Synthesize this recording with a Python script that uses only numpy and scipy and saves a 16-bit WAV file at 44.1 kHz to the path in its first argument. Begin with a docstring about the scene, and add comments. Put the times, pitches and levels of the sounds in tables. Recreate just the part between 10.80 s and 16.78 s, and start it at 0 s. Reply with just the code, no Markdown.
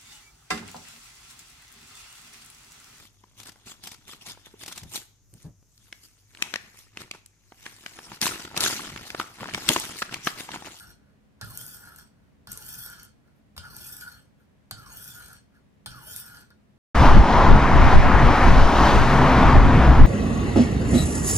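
"""A coarse stone on a guide rod is drawn along a clamped knife in a small room, stroke after stroke.
The grit hisses in proportion to its speed, blade and edge ring as resonators, and the handle rumbles.
Each landing knocks, coarse grains tick as they snap off, and the slow stone rubs and squeals by stick-slip.
The sliding rod adds one falling and one rising resonance to each stroke; quiet air noise and hum lie beneath."""
import sys
import numpy as np
from scipy import signal
from scipy.fft import rfft, irfft, next_fast_len
from scipy.io import wavfile
from scipy.ndimage import uniform_filter1d, map_coordinates

SR = 44100
rng = np.random.default_rng(int(sys.argv[2]) if len(sys.argv) > 2 else 0)


def bounce(signal):
    """Save signal as a 16-bit WAV file at the path given by the first command-line argument."""
    frames = np.transpose(np.atleast_2d(signal))
    limited = np.clip(frames, -1, 1)
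    pcm = np.round(limited * 32767).astype(np.int16)
    wavfile.write(sys.argv[1], SR, pcm)


N = 263718
TIME = np.arange(N) / SR  # s

# Table levels are relative: the functions that play them apply further trims in dB.


def amp(db):
    """Decibel law: 20 dB is a factor of ten in amplitude."""
    return 10 ** (np.asarray(db) / 20)


def unit(x):
    """Normalisation to a root-mean-square value of 1."""
    return x / np.sqrt(np.mean(x ** 2) + 1e-20)


def along(points, hz):
    """Linear interpolation of (f/Hz, value) points on a logarithmic frequency axis."""
    f, v = np.transpose(points)
    return np.interp(np.log(hz + 1), np.log(f + 1), v)


def wobble(rate):
    """Spline interpolation of random knots, rate a second, into a smooth fluctuation."""
    return map_coordinates(rng.standard_normal(int(N * rate / SR) + 4), [TIME * rate])


def filtered(x, response):
    """Linear filtering: the spectrum of x times a complex response of frequency."""
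    size = 2 * next_fast_len(x.shape[-1] // 2 + 8192)
    spectrum = rfft(x, size) * response(np.fft.rfftfreq(size, 1 / SR))
    return irfft(spectrum, size)[..., :x.shape[-1]]


def coloured(x, spectrum):
    """Minimum-phase filtering: a folded cepstrum makes the (f/Hz, level/dB) shape causal."""
    def response(hz):
        cepstrum = irfft(np.log(amp(along(spectrum, hz))))
        half = len(cepstrum) // 2
        return np.exp(rfft(np.r_[cepstrum[0], 2 * cepstrum[1:half]], 2 * half))
    return filtered(x, response)


def ringing(x, modes):
    """Modal superposition: parallel damped resonances, of alternating sign, driven by x."""
    def response(f):
        total = 0
        for k, (centre, width, db) in enumerate(modes):
            resonance = 1j * f * width / (centre * centre - f * f + 1j * f * width)
            total = total + (-1) ** k * amp(db) * resonance
        return total
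    return filtered(x, response)


def add(track, s, sound):
    """Superposition: mix a sound into a track at s seconds."""
    part = track[max(round(s * SR), 0):][:len(sound)]
    part += sound[:len(part)]


def swells(rows):
    """Gaussian envelopes centred at t/s, down to exp(-2) one length/s away, peaking at level/dB."""
    return sum(amp(db) * np.exp(-2 * ((TIME - s) / length) ** 2) for s, length, db in rows)


def grains(rate, spread_db):
    """Shot noise: tiny fractures of random sign and size, rate a second on average, at rms 1."""
    hit = rng.random(N) < rate / SR
    return unit(hit * rng.choice([-1, 1], N) * amp(spread_db * rng.standard_normal(N)))


def shifting(x, patchy_db):
    """Time-varying spectrum: the moving contact point favours ever different frequencies."""
    z = signal.stft(x, nperseg=512)[2]
    field = uniform_filter1d(rng.standard_normal(z.shape), size=4, axis=0)  # smooth over frequency
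    field = uniform_filter1d(field, size=8, axis=1)  # smooth over time
    return unit(signal.istft(z * amp(patchy_db * unit(field)), nperseg=512)[1][:N])


def bent(x, stretch):
    """Time-scale warping: reading x faster raises all its resonances by a moving share."""
    return map_coordinates(x, [np.cumsum(1 + stretch) % (N - 1)])


def burst(t60, spike_db):
    """Impulsive excitation: a sharp break in a crunch of noise that falls 60 dB in t60 seconds."""
    t = TIME[:SR // 8]
    crunch = rng.standard_normal(len(t)) * amp(-60 * t / t60)
    crunch[SR // 2000] += amp(spike_db)
    return crunch


# spectrum of the room noise: f/Hz, level/dB
AIR_SPECTRUM = [(15, -92), (25, -15.5), (72, -1), (161, -4), (206, -4), (285, -8), (317, -14), (394, -13.5),
                (677, -17.5), (754, -20), (1400, -25.5), (1740, -24.5), (4250, -34.5), (12500, -43),
                (16000, -50)]
# left-right correlation of that noise: f/Hz, likeness/1
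AIR_LIKENESS = [(60, 0.348), (200, 0.217), (500, 0.033), (2000, 0.029)]
# tones of the hum: f/Hz, level/dB
HUM_TONES = [(120, -87), (140, -73.5), (210, -68.5), (241, -97.5), (280, -77)]
AIR_DB = -60.5  # rms level of the noise


def air():
    """Partial coherence: mid and side noises set the left-right likeness; a faint unsteady hum joins them."""
    mid, side = unit(coloured(rng.standard_normal((2, N)), AIR_SPECTRUM))

    def turn(hz):
        return np.arccos(np.clip(along(AIR_LIKENESS, hz), -1, 1)) / 2

    mid = filtered(mid, lambda hz: np.cos(turn(hz)))
    side = filtered(side, lambda hz: np.sin(turn(hz)))
    hum = 0
    for hz, db in HUM_TONES:
        phase = 2 * np.pi * hz * TIME + 1.26 * wobble(11)
        hum = hum + amp(db + 2.0 * wobble(18)) * np.sin(phase)
    return amp(AIR_DB) * np.array([mid + side, mid - side]) + hum


# reverberation time of the room: f/Hz, t60/s
ROOM_DECAY = [(150, 0.35), (1500, 0.21), (6000, 0.27), (14000, 0.11)]
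# strength of the room's answer: f/Hz, level/dB
ROOM_LEVEL = [(80, -9.5), (450, 3), (1400, -13), (3000, -0.5), (6000, -3.5), (9000, -3), (13000, -19)]


def room(x):
    """Diffuse reverberation: decaying noise, different at each microphone, is the walls' impulse response."""
    hz, t, z = signal.stft(rng.standard_normal((2, SR // 3)), SR, nperseg=256)
    decay = amp(-60 * t / along(ROOM_DECAY, hz)[:, None])
    decay *= amp(along(ROOM_LEVEL, hz))[:, None] / np.sqrt(np.mean(decay ** 2, axis=1, keepdims=True))
    tail = signal.istft(z * decay, SR, nperseg=256)[1] / np.sqrt(SR // 3)
    delayed = np.pad(x, (SR // 300, 0))[None]  # the walls answer 1/300 s late
    return signal.fftconvolve(delayed, tail, axes=1)[:, :N]


def room_along(x, travel, count):
    """Position-dependent reverberation: hand and stone move through count places with different answers."""
    nearness = [np.maximum(1 - np.abs(travel * (count - 1) - place), 0) for place in range(count)]
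    return sum(room(x * np.sqrt(share)) for share in nearness)


# level difference of the direct sound: f/Hz, left minus right level/dB
PORT_BALANCE = [(50, 13), (100, -3), (200, 5.5), (380, 10), (700, 2), (1400, -1), (2400, 3.5), (4400, -5.5),
                (8100, 6), (11000, 0.5), (15000, -0.5)]
# phase lag of the left microphone port behind the right: f/Hz, phase/rad
PORT_LAG = [(100, 0), (700, .5), (1400, 1.15), (2500, 2.1), (3600, 3), (4800, 3.5), (5400, 4.7),
            (6100, 6.3), (7000, 8.2), (7800, 9), (9500, 8), (12000, 6.3), (14000, 4.9), (15500, 3.3)]


def at_ports(x):
    """Interaural-style differences: each port takes half the level difference and half the phase lag."""
    def port(side):
        def response(hz):
            level = amp(side * along(PORT_BALANCE, hz) / 2)
            return level * np.exp(-.5j * side * along(PORT_LAG, hz))
        return filtered(x, response)
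    return np.array([port(side) for side in (1, -1)])


# resonances of the blade: f/Hz, width/Hz, level/dB
BLADE_MODES = [(836, 125, -13), (958, 89, -11), (1365, 133, -1.5), (1440, 29, 7), (1499, 24, 1),
               (1659, 27.6, 2.5), (1766, 79, -8.5)]


def blade_ring(x):
    """Modal resonance of the clamped blade."""
    return ringing(x, BLADE_MODES)


# resonances of the edge: f/Hz, width/Hz, level/dB
EDGE_MODES = [(2316, 290, -7), (3100, 280, -3.5), (4340, 280, 2), (5655, 340, -2), (6516, 98, 1.5),
              (8200, 146, 2.5), (9270, 280, -6.5), (11320, 162, 0.5), (13860, 313, -23), (14540, 500, -16)]


def edge_ring(x):
    """Modal resonance of the steel at the edge, higher and broader than the blade's."""
    return ringing(x, EDGE_MODES)


# spectrum of the hissing grit: f/Hz, level/dB
GRIT_SPECTRUM = [(300, -73), (2000, -23), (2800, -23), (3350, -0.5), (4000, -24), (5400, -2), (6900, -12.5),
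                 (8400, 1), (10000, -1), (12100, 0.5), (13100, 3), (14300, 2.5), (15300, 5), (16000, -28)]


def grit_hiss(x):
    """Spectral shaping of grain fractures into a bright hiss."""
    return coloured(x, GRIT_SPECTRUM)


# the rod rubs in its guide on the way back: t/s, length/s, blade ring level/dB, hiss level/dB
RETURN_RUBS = [(0.268, 0.11, -72.5, -90), (1.414, 0.17, -77, -90), (2.486, 0.059, -71.5, -86),
               (2.576, 0.043, -80, -79), (3.62, 0.053, -73, -81), (4.766, .05, -66.5, -81)]


def returns():
    """Structure-borne friction: with the stone lifted, the sliding rod hisses and faintly stirs the blade."""
    ring = swells((s, length, db) for s, length, db, _ in RETURN_RUBS)
    hiss = swells((s, length, db) for s, length, _, db in RETURN_RUBS)
    drive = grains(rate=2500, spread_db=6.5)
    steel = unit(blade_ring(drive)) + amp(-12.0) * unit(edge_ring(drive))
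    return ring * steel + hiss * unit(grit_hiss(drive))


# single coarse grains catch on the edge: t/s, level/dB
SNAG_TICKS = [(0.7063, -41.5), (0.7744, -27), (0.8135, -33.5), (0.8646, -34), (1.1609, -39), (1.185, -40),
              (1.717, -28), (1.7197, -31), (1.7296, -33), (1.7745, -29.5), (1.8895, -34), (2.062, -30),
              (2.1, -37.5), (2.2315, -39), (2.251, -47), (2.966, -34), (3.0671, -36), (3.1668, -34),
              (3.9105, -31), (4.4825, -42), (4.5312, -41.5), (5.3622, -26)]
# spectrum of a tick: f/Hz, level/dB
SNAG_SPECTRUM = [(500, -9), (3500, -9), (6000, 0), (8500, 8.5), (11000, 4.5), (13500, 8.5), (15500, 2),
                 (16400, -59)]


def snags():
    """Brittle fracture: coarse grains snap off with a short bright tick."""
    ticks = np.zeros(N)
    for s, db in SNAG_TICKS:
        add(ticks, s, amp(db) * burst(t60=.012, spike_db=0))
    return amp(-1.5) * coloured(ticks, SNAG_SPECTRUM)


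# the stone lands, or the blade is jolted: t/s, crack level/dB, blade ring level/dB,
# level of the thump of the hand-held clamp/dB
KNOCK_EVENTS = [(0.6124, -32, -27, -37.5), (0.6214, -48, -26, -33), (1.182, -55, -38, -58),
                (1.672, -40, -34.5, -40.5), (1.686, -63, -56, -48), (2.7651, -40, -41, -39),
                (2.7784, -32.5, -53, -40), (2.847, -59, -33, -65), (3.9111, -30, -31.5, -37),
                (4.752, -69, -51, -68.5), (5.0601, -32, -28.5, -37.5), (5.066, -37, -43, -53),
                (5.704, -54, -40.5, -52)]
# spectrum of the crack: f/Hz, level/dB
KNOCK_SPECTRUM = [(100, -10.5), (500, -1), (800, 2), (1150, 11.5), (1550, 3), (2400, -6.5), (3300, 7.5),
                  (4000, 5.5), (4700, 7), (7300, -5), (9000, 9), (11500, -17), (14500, 5), (16300, -28.5)]
# rocking modes of the clamp, before a random detuning at each knock: f/Hz, t60/s, level/dB
CLAMP_MODES = [(92.5, 0.18, 1.5), (107, 0.084, 3), (197.2, 0.13, -5.5)]


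def knocks():
    """Impact excitation: a crack, a free ring of the steel, and the clamp rocking a moment later."""
    cracks, blows, thumps = np.zeros(N), np.zeros(N), np.zeros(N)
    t = TIME[:SR // 3]
    for s, crack_db, ring_db, thump_db in KNOCK_EVENTS:
        add(cracks, s, amp(crack_db) * burst(t60=0.024, spike_db=12))
        add(blows, s, amp(ring_db) * burst(t60=0.07, spike_db=0.0))
        rock = 0
        for hz, t60, level in CLAMP_MODES:
            detuned = hz * (1 + 0.065 * rng.standard_normal())
            rock = rock + amp(level - 60 * t / t60) * np.sin(2 * np.pi * detuned * t)
        add(thumps, s + 0.00734, amp(thump_db) * rock * (1 - np.exp(-t / 0.0091)))
    crack = amp(-1.0) * coloured(cracks, KNOCK_SPECTRUM)
    steel = amp(6.5) * blade_ring(blows) + amp(-3) * edge_ring(cracks)
    return crack + steel + amp(-1.5) * thumps


def gliding(hz, width_hz):
    """Amplitude modulation: low-passed noise on a moving carrier is a gliding resonance, at rms 1."""
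    phase = 2 * np.pi * np.cumsum(hz) / SR
    shake = filtered(rng.standard_normal((2, N)), lambda f: 1 / (1 + 1j * f / width_hz) ** 2)
    return unit(shake[0] * np.cos(phase) + shake[1] * np.sin(phase))


# between guide and stone the rod lengthens, so its tone falls and fades
SPAN_HZ, SPAN_GROWS = 1545, 2.6  # pitch at the landing; length gained over a stroke, as a share
SPAN_FADE_DB, SPAN_ATTACK_S = 75, 0.072  # level lost over a stroke; time to build up
# the rod's overhang shortens, so its tone rises (place and 1/e half-width as shares of the travel)
TIP_HZ, TIP_SHRINKS, TIP_LOUDEST_AT, TIP_WIDTH = 2800, .22, 0.24, 0.12


def rod(age, contact, travel, span_db, tip_db):
    """Bending waves in a bar: each of the rod's two parts rings at a pitch as one over its length squared."""
    span = gliding(SPAN_HZ / (1 + SPAN_GROWS * travel) ** 2, width_hz=74)
    span = span * amp(span_db - SPAN_FADE_DB * travel) * np.minimum(age / SPAN_ATTACK_S, 1)
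    tip = gliding(TIP_HZ / (1 - TIP_SHRINKS * travel) ** 2, width_hz=70)
    tip = tip * amp(tip_db) * np.exp(-((travel - TIP_LOUDEST_AT) / TIP_WIDTH) ** 2)
    judder = unit(amp(3 * wobble(70)))
    return contact * judder * amp(3.0) * (span + tip)


# strokes: landing t/s, length on the edge/s, time to top speed/s, speed-up 1/e width/s,
# slow-down 1/e width/s, then level/dB of grit hiss, edge ring, blade ring, handle rumble,
# falling rod tone and rising rod tone
STROKE_ROWS = [(-0.55, 0.66, 0.4, 0.11, 0.14, -51, -54.5, -62, -54.5, -60, -66),
               (0.612, 0.6, .22, 0.11, 0.14, -45, -53, -56.5, -53, -59, -62.5),
               (1.673, 0.56, .33, .22, 0.1, -44, -49.5, -54.5, -53.5, -61, -68),
               (2.765, 0.61, 0.31, 0.12, .16, -46.5, -51, -56, -55, -57.5, -77),
               (3.911, .64, .32, .105, .15, -47, -50.5, -57, -54, -54.5, -74),
               (5.06, 0.55, 0.29, 0.12, 0.13, -45, -51, -53, -53.5, -52.5, -59)]
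CREEP = .095  # floor of the speed, as a share of top speed
LAND_S, LIFT_DB_PER_S = .025, 259  # the contact builds up, and dies away as the stone lifts


def motion():
    """Kinematics of the hand: age/s, contact, speed and travel (each 0-1) and six levels/dB of the stroke."""
    controls = np.zeros((10, N))
    for s, length, fastest, speed_up, slow_down, *levels_db in STROKE_ROWS:
        t = np.arange(2 * SR) / SR
        width = np.where(t < fastest, speed_up, slow_down)
        speed = CREEP + (1 - CREEP) * np.exp(-((t - fastest) / width) ** 2)
        contact = np.minimum(t / LAND_S, 1) * amp(-LIFT_DB_PER_S * np.maximum(t - length, 0))
        travel = np.cumsum(speed * contact) / np.sum(speed * contact)
        now = TIME >= s  # each stroke takes over from the one before
        controls[:4, now] = [np.interp(TIME[now] - s, t, c) for c in (t, contact, speed, travel)]
        controls[4:, now] = np.array(levels_db)[:, None]
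    return controls


# the blade's narrowest modes, as sung: f/Hz, level/dB
SINGING_TONES = [(1445, 0.5), (1520, -7.5), (1685, -13)]


def singing():
    """Stick-slip self-oscillation: friction locks on to the narrowest modes as wavering tones."""
    tones = 0
    for hz, db in SINGING_TONES:
        phase = 2 * np.pi * hz * TIME + 1.1 * wobble(38) + .35 * wobble(300)
        tones = tones + amp(db + 3 * wobble(60)) * np.sin(phase)
    return unit(tones)


def reflected(x, travel, shortest, longest, strength):
    """Comb filtering: inverted waves return from both blade ends, one path growing as the other shrinks."""
    delays = [shortest + (longest - shortest) * share for share in (travel, 1 - travel)]  # s
    return unit(x - strength * sum(np.interp(TIME - delay, TIME, x) for delay in delays))


# the slowing stone catches and gives a short extra rub: t/s, length/s, hiss level/dB
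EXTRA_RUBS = [(0.01, 0.046, -57.5), (0.11, 0.019, -60), (1.08, 0.02, -55.5), (1.19, 0.02, -53.5),
              (2.245, 0.022, -58), (3.39, 0.039, -67), (4.44, 0.055, -55), (4.53, 0.048, -58.5),
              (5.555, 0.034, -61)]
# the slow stone sticks and slips, and the blade squeals: t/s, length/s, blade ring level/dB
BLADE_SQUEALS = [(0.02, 0.09, -53), (0.65, 0.043, -49), (1.075, 0.073, -50.5), (2.105, 0.069, -46),
                 (2.855, 0.025, -44), (3.23, 0.023, -39), (3.28, 0.03, -42), (4.395, 0.055, -45.5),
                 (4.52, 0.047, -51), (5.53, 0.064, -52.5)]
# spectrum of the handle's rumble: f/Hz, level/dB
HANDLE_SPECTRUM = [(20, -46), (45, 4.5), (90, 2), (130, 5.5), (200, -6.5), (300, -13.5), (550, -19),
                   (1000, -18.5), (2000, -65), (4000, -53)]
RUB_EDGE_DB, SQUEAL_EDGE_DB = 0.5, -11  # edge drive over a rub's hiss and over a squeal's blade ring
EDGE_GROWS, BLADE_GROWS = 0.3, 0.09  # amplitude as a power of speed; the hiss is in proportion to it
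HANDLE_FADE_DB, EDGE_FADE_DB = 5, 2.5  # level lost from one end of a stroke to the other


def rasp(contact, speed, travel, hiss_db, edge_db, blade_db, handle_db):
    """Abrasive friction: grit tears at the edge, so hiss, edge and handle chatter together and the blade rings."""
    rubs, squeals = swells(EXTRA_RUBS), swells(BLADE_SQUEALS)
    hiss = np.hypot(contact * amp(hiss_db) * speed, rubs)
    edge_stroke = contact * amp(edge_db - EDGE_FADE_DB * travel) * speed ** EDGE_GROWS
    edge = np.hypot(edge_stroke, amp(RUB_EDGE_DB) * rubs + amp(SQUEAL_EDGE_DB) * squeals)
    blade = np.hypot(contact * amp(blade_db) * speed ** BLADE_GROWS, squeals)
    handle = contact * amp(handle_db - HANDLE_FADE_DB * travel)
    chatter = unit(amp(1.6 * wobble(70) + 1.5 * wobble(280)))

    grit = grains(rate=6500, spread_db=4.5)
    grit = reflected(grit, travel, shortest=0.00046, longest=0.0013, strength=0.44)
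    hiss = hiss * amp(1) * shifting(grit_hiss(grit), patchy_db=4.0)

    # the stone stiffens the blade most in mid-stroke, so the modes arch up and come back
    stiffening = np.sin(np.pi * travel) ** 2
    edge_tone = bent(edge_ring(grains(rate=3900, spread_db=10.0)), .1 * stiffening)
    edge = edge * amp(-3.5) * shifting(edge_tone, patchy_db=5.0)
    ring = unit(bent(blade_ring(grains(rate=2700, spread_db=1.0)), .025 * stiffening))

    # the harder the blade is driven, the more it sings its narrowest modes
    sing = blade ** 2 / (blade ** 2 + amp(-47) ** 2)
    blade = blade * amp(1.5) * ((1 - sing) * ring + sing * singing())

    rumble = unit(coloured(grains(rate=2500, spread_db=2.5), HANDLE_SPECTRUM))
    handle = handle * amp(-2.0) * rumble
    return chatter * (hiss + edge + handle) + blade


def scene():
    """Direct and reverberant fields: the ports differ in colour and lag; the long scrape fills the room most."""
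    age, contact, speed, travel, *rasp_db, span_db, tip_db = motion()
    scrape = rasp(contact, speed, travel, *rasp_db)
    scrape = scrape + rod(age, contact, travel, span_db, tip_db) + returns()
    hits = knocks() + snags()
    direct = at_ports(scrape + hits)
    reverberant = room_along(amp(3.5) * scrape + amp(1) * hits, travel, count=5)
    return direct + reverberant + air()


TOP_HZ = 16400  # band limit


def record(dry):
    """Ideal low-pass filtering: nothing above the band limit passes."""
    return filtered(dry, lambda hz: hz < TOP_HZ)


dry = scene()
out = record(dry)
bounce(out)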